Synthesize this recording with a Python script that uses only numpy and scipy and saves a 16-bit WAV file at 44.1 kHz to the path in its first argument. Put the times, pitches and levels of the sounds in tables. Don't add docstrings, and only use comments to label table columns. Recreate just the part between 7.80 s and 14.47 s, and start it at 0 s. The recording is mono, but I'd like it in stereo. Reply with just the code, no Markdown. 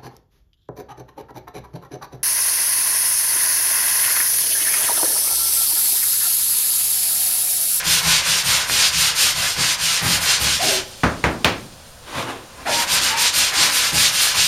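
import sys
import numpy as np
from scipy import signal
from scipy.fft import rfft, irfft
from scipy.io import wavfile
from scipy.ndimage import uniform_filter1d

SR = 44100
rng = np.random.default_rng(int(sys.argv[2]) if len(sys.argv) > 2 else 0)


def wav_record(signal):
    frames = np.transpose(np.atleast_2d(signal))
    bounded = np.clip(frames, -1, 1)
    quanta = np.round(bounded * 32767).astype(np.int16)
    wavfile.write(sys.argv[1], SR, quanta)


def decibels_to_gain(level_db):
    exponent = np.asarray(level_db, float) / 20
    return 10 ** exponent


N = 294147
TIME = np.arange(N) / SR

# (f/Hz, level/dB)
HUSH_TONE = [(30, -21), (60, 3.5), (170, -5), (220, -12), (380, -21), (530, -4.5), (620, -9.5), (1300, -14),
             (1500, -13), (1700, -14), (2100, -24), (4500, -27.5), (9000, -20.5), (15800, -33)]
# (f/Hz, time to fall by 60 dB/s)
ROOM_DECAY = [(100, 0.79), (280, 0.56), (500, 0.41), (1500, 0.33), (4000, 0.32), (9000, 0.19),
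              (15000, 0.22)]
# (f/Hz, level/dB, time to fall by 60 dB/s)
WALL_MODES = [(71, -4.5, .25), (108.2, -8, 0.23), (132.7, 4, 0.088), (159.9, -1, 0.17), (242, -1.5, 0.13),
              (306, 0.5, 0.092), (396.3, -3, 0.088), (497.1, -10, 0.38), (595, -11.5, 0.26),
              (830, -2.5, 0.27)]
# (t/s, deep modes level/dB, upper modes level/dB, fade/dB per s)
PUSHES = [(0.039, -31.5, -40, 76), (0.235, -26.5, -36.5, 154), (0.46, -35, -47, 122),
          (0.635, -31, -60, 130), (0.875, -36.5, -37, 107), (1.13, -32, -56, 120), (1.4, -41, -43, 100),
          (1.545, -35.5, -60, 162), (1.755, -29, -34.5, 130), (1.995, -39, -66, 100),
          (2.21, -23.5, -30.5, 79), (2.59, -28.5, -35, 88), (2.81, -39, -31, 78), (4.85, -41, -29.5, 61),
          (5.09, -38, -47, 150), (5.19, -56, -40, 44), (5.55, -42, -44, 130), (5.755, -40, -32, 68),
          (6.11, -27, -31, 132.5), (6.535, -34.5, -42.5, 115)]
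# (loudest t/s, level/dB, swell/dB per s, fade/dB per s, treble re level/dB)
WIPE = [(4.285, -46, 300, 47, 1), (4.386, -26, 204, 139, -6), (4.475, -29, 700, 151, -11.5),
        (4.8, -38.5, 189, 25, -35)]
# (f/Hz, level/dB)
CLOTH_TONE = [(120, -30.5), (200, -14), (233, -2), (272, -3), (463, -3.5), (552, -6.5), (1040, -1),
              (1260, -4.5), (2800, -11.5), (3640, -37), (6160, -120)]
# (f/Hz, level/dB)
CLOTH_TREBLE_TONE = [(1530, -36), (2600, -6), (3490, -2.5), (4830, -10), (7890, -12.5), (10800, -15.5),
                     (15800, -31)]
# (start t/s, length/s, f/Hz, pitch wander/Hz, glide/Hz per s, level/dB)
SQUEALS = [(2.786, .17, 636, 65, -0.5, -30), (2.832, 0.15, 399, 10.7, -200, -33),
           (4.852, 0.067, 699, 70, 499, -28.5), (4.873, 0.17, 937, 2.6, -1.5, -28.5),
           (4.878, 0.075, 560, 45, 1, -32.5), (5.297, 0.09, 876, 16, 500, -26.5),
           (5.406, 0.083, 967, 8.5, -3.5, -32)]
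# (edge tick t/s, slap level/dB, slap brightness f/Hz, treble at 8 kHz re slap/dB,
# push on the wall/dB, edge tick level/dB, edge tick f/Hz)
KNOCKS = [(3.2356, -15.5, 1670, -25.5, -9, -14, 1310), (3.4411, -17, 1740, -25, -11, 1, 1870),
          (3.6465, -15, 2620, -18, -17, 5.5, 3540)]
# (start t/s, length/s, grit level midway/dB, gain from start to end/dB, pad body level/dB)
STROKES = [(-0.18, 0.22, -21, 4, -28.5), (0.026, 0.2, -16.5, 5, -28.5), (0.213, 0.22, -16, -1, -28),
           (0.414, 0.23, -16, 5.5, -28), (0.631, 0.25, -17.5, -9, -28.5), (0.86, 0.26, -16, 6, -30.5),
           (1.103, 0.25, -18.5, -2.5, -28.5), (1.338, 0.21, -16.5, 1.5, -30), (1.536, 0.24, -21, -7, -30),
           (1.752, 0.22, -17, 3, -30), (1.968, 0.26, -18.5, 3, -28.5), (2.212, 0.19, -19, 7, -26.5),
           (2.39, 0.21, -17, 9, -28.5), (2.585, 0.24, -17, -2.5, -27), (2.8, 0.23, -19.5, -15, -33.5),
           (4.854, 0.21, -21, 10, -25.5), (5.058, 0.15, -17.5, 10, -27.5), (5.195, 0.17, -19.5, -10, -26),
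           (5.349, 0.17, -17.5, 8, -26), (5.517, 0.21, -17.5, -5.5, -27), (5.715, 0.2, -17.5, 6, -24),
           (5.886, 0.25, -18, -3, -29), (6.118, 0.21, -15.5, -0.5, -28.5), (6.306, 0.26, -16.5, -3, -30),
           (6.538, 0.16, -15.5, 1.5, -25.5)]
# (loudest t/s, grit level/dB, swell/dB per s, fade/dB per s)
GRAZES = [(3.0, -43, 300, 156), (3.13, -41.5, 60, 7.5), (4.87, -47, 80, 300)]
# (f/Hz, level/dB)
GRIT_TONE = [(880, -22), (1500, -7), (1880, -7), (2630, -1.5), (4830, 0), (7240, -4.5), (7860, -3.5),
             (9000, -9), (11700, -17.5), (19800, -120)]
# (f/Hz, level/dB)
SIZZLE_TONE = [(5000, -24), (8500, -2), (13400, -8.5), (15100, -13), (15800, -44.5)]
# (f/Hz, level/dB)
BODY_TONE = [(280, -24.5), (480, -9.5), (777, -6.5), (922, -4.5), (996, 1.5), (1080, -3.5), (1600, -0.5),
             (2340, -3), (4500, -18), (9000, -60)]

HUSH_DB = -44
UPPER_HZ = 210
STEADY_DEEP_DB, STEADY_UPPER_DB = -57, -60
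PUSH_RISE_S = 0.037
THUMP_S, THUMP_DB, THUMP_SWELL_DB_PER_S, THUMP_FADE_DB_PER_S = 4.365, -28.5, 900, 220
CRUISE = 1.29
SPEED_POWER, BODY_SPEED_POWER = 1.26, 0.43
SIZZLE_DB, SIZZLE_FADE_DB = -9.5, -8
MIC_LOW_HZ, NOTCH_HZ, NOTCH_WIDTH_HZ = 53.4, 7880, 400
DRIFT_DB, DRIFT_HZ = -53, 25


def level(x, db):
    return x * decibels_to_gain(db) / np.sqrt(np.mean(x ** 2))


def colour(x, points):
    hz, db = np.transpose(points)
    f = np.maximum(np.fft.rfftfreq(len(x), 1 / SR), 1)
    gain = decibels_to_gain(np.interp(np.log(f), np.log(hz), db))
    return level(irfft(rfft(x) * gain, len(x)), 0)


def walk(rate):
    k = int(SR / rate)
    steps = np.repeat(rng.standard_normal(N // k + 1), k)
    return 1.4 * uniform_filter1d(uniform_filter1d(steps, k), k)[:N]


def swell(s, db, rise_db, fall_db):
    return decibels_to_gain(db - rise_db * np.maximum(s - TIME, 0) - fall_db * np.maximum(TIME - s, 0))


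def grains(spread_db):
    return rng.standard_normal(N) * decibels_to_gain(spread_db * rng.exponential(size=N))


def strokes():
    for row in STROKES:
        way = np.clip((TIME - row[0]) / row[1], 0, 1)
        speed = np.tanh(CRUISE * np.abs(np.sin(np.pi * way))) / np.tanh(CRUISE)
        yield row, way - 0.5, speed * (way < 1)


def hush():
    return decibels_to_gain(HUSH_DB + 0.27 * walk(6.9)) * colour(rng.standard_normal(N), HUSH_TONE)


def echoes():
    t, tail = TIME[:SR // 2], 0
    f = np.fft.rfftfreq(len(t), 1 / SR)
    hz = np.transpose(ROOM_DECAY)[0]
    for (_, t60), tent in zip(ROOM_DECAY, np.eye(len(ROOM_DECAY))):
        noise = rfft(rng.standard_normal(len(t)))
        band = irfft(noise * np.sqrt(np.interp(f, hz, tent)), len(t))
        tail = tail + band * 1000 ** (-t / t60)
    tail = tail * np.minimum(t / 0.0015, 1)
    return tail / np.sqrt(np.sum(tail ** 2))


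def room(x, wet_db):
    hop = SR // 10
    spots = [echoes() for _ in range(8)]
    padded = np.pad(x, (hop, 2 * hop))
    wet = np.zeros(N + 4 * hop + SR)
    for k, i in enumerate(range(0, N + hop, hop)):
        piece = padded[i:i + 2 * hop] * np.hanning(2 * hop)
        part = signal.fftconvolve(piece, spots[k % len(spots)])
        wet[i:i + len(part)] += part
    return x + decibels_to_gain(wet_db) * wet[hop:hop + N]


def wall(force, modes=WALL_MODES):
    t = TIME[:SR // 2]
    ring = sum(decibels_to_gain(db) * np.sin(2 * np.pi * hz * t) * 1000 ** (-t / t60) for hz, db, t60 in modes)
    fill = 1 - np.exp(-t / 0.0067)
    return signal.fftconvolve(force, ring * fill)[:N]


def drumming():
    out = 0
    all_speed = sum(speed for _, _, speed in strokes())
    touching = uniform_filter1d(all_speed ** 0.19, SR // 20)
    deep = [m for m in WALL_MODES if m[0] < UPPER_HZ]
    upper = [m for m in WALL_MODES if m[0] > UPPER_HZ]
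    for k, (modes, steady_db) in enumerate(((deep, STEADY_DEEP_DB), (upper, STEADY_UPPER_DB))):
        shake = wall(rng.standard_normal(N), modes)
        shake = shake / np.sqrt(uniform_filter1d(shake ** 2, SR // 20) + 1e-9)
        force = decibels_to_gain(steady_db + 3.4 * walk(12)) * touching
        for s, *levels_db, fall_db in PUSHES:
            rise = np.clip((TIME - s) / PUSH_RISE_S, 0, 1)
            force = force + rise * swell(s + PUSH_RISE_S, levels_db[k], 0, fall_db)
        out = out + force * shake
    return out


def wipe():
    rub = colour(grains(1.3), CLOTH_TONE)
    treble = colour(grains(2.2), CLOTH_TREBLE_TONE)
    thump = colour(rng.standard_normal(N), [(50, -8), (124, 13), (240, -17), (330, -52)])
    drag = 0
    for s, db, rise_db, fall_db, treble_db in WIPE:
        drag = drag + swell(s, db, rise_db, fall_db) * (rub + decibels_to_gain(treble_db) * treble)
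    thump_gain = swell(THUMP_S, THUMP_DB, THUMP_SWELL_DB_PER_S, THUMP_FADE_DB_PER_S)
    return decibels_to_gain(1.9 * walk(50)) * drag + thump_gain * thump


def squeals():
    out = np.zeros(N)
    for s, length, hz, wander_hz, glide_hz, db in SQUEALS:
        u = (TIME - s) / length
        shape = np.clip(u / 0.096, 0, 1) * np.clip((1.3 - u) / 0.52, 0, 1)
        pitch = hz + glide_hz * (TIME - s) + wander_hz * walk(120)
        tone = np.sqrt(2) * np.sin(2 * np.pi * np.cumsum(pitch) / SR)
        out += shape * decibels_to_gain(db + 2.4 * walk(60)) * tone
    return out


def knocks():
    direct, push = np.zeros(N), np.zeros(N)
    t = TIME[:SR // 2]
    for s, slap_db, bright_hz, treble_db, wall_db, tick_db, tick_hz in KNOCKS:
        i, j = int((s - 0.003) * SR), int(s * SR)
        tone = [(50, -10), (250, 0), (bright_hz, -3), (2 * bright_hz, 0.68 * treble_db),
                (8000, treble_db), (16000, 1.77 * treble_db)]
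        burst = echoes() * (1 + 0.62 * np.exp(-t / 0.0024))
        slap = colour(burst, tone) * np.minimum(t / 0.0026, 1)
        direct[i:i + len(t)] += decibels_to_gain(slap_db) * slap / np.std(slap[:SR // 20])
        turns = tick_hz * t / 0.5
        tick = np.sin(2 * np.pi * tick_hz * t) * turns * np.exp(1 - turns)
        direct[j:j + len(t)] += decibels_to_gain(tick_db) * tick
        push[i:i + 150] += decibels_to_gain(wall_db) * np.hanning(150) / 75
    return direct + wall(push)


def sanding():
    grit = colour(grains(0.81), GRIT_TONE) * decibels_to_gain(0.76 * walk(40) + 0.72 * walk(14))
    sizzle = colour(grains(1.9), SIZZLE_TONE) * decibels_to_gain(2.6 * walk(30))
    body = colour(grains(2.1), BODY_TONE) * decibels_to_gain(2.6 * walk(20))
    out = sum(swell(*row) for row in GRAZES) * (grit + decibels_to_gain(SIZZLE_DB) * sizzle)
    for (_, _, db, lean_db, body_db), way, speed in strokes():
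        scratch = grit + decibels_to_gain(SIZZLE_DB + SIZZLE_FADE_DB * way) * sizzle
        out = out + decibels_to_gain(db + lean_db * way) * speed ** SPEED_POWER * scratch
        out = out + decibels_to_gain(body_db) * speed ** BODY_SPEED_POWER * body
    return out


def scene():
    mono = hush() + drumming() + room(sanding() + wipe(), -6) + room(squeals(), -6) + knocks()
    return np.array([mono, mono])


def band_limit(x):
    return signal.sosfilt(signal.butter(12, 16440, fs=SR, output="sos"), x)


def record(dry):
    thin = signal.sosfilt(signal.butter(4, MIC_LOW_HZ, "high", fs=SR, output="sos"), dry)
    notched = signal.lfilter(*signal.iirnotch(NOTCH_HZ, NOTCH_HZ / NOTCH_WIDTH_HZ, SR), thin)
    drift_tone = [(5, -10), (DRIFT_HZ, 0), (40, -6), (100, -60)]
    drift = decibels_to_gain(DRIFT_DB) * colour(rng.standard_normal(N), drift_tone)
    return band_limit(np.clip(notched + drift, -1, 1))


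dry = scene()
out = record(dry)
wav_record(out)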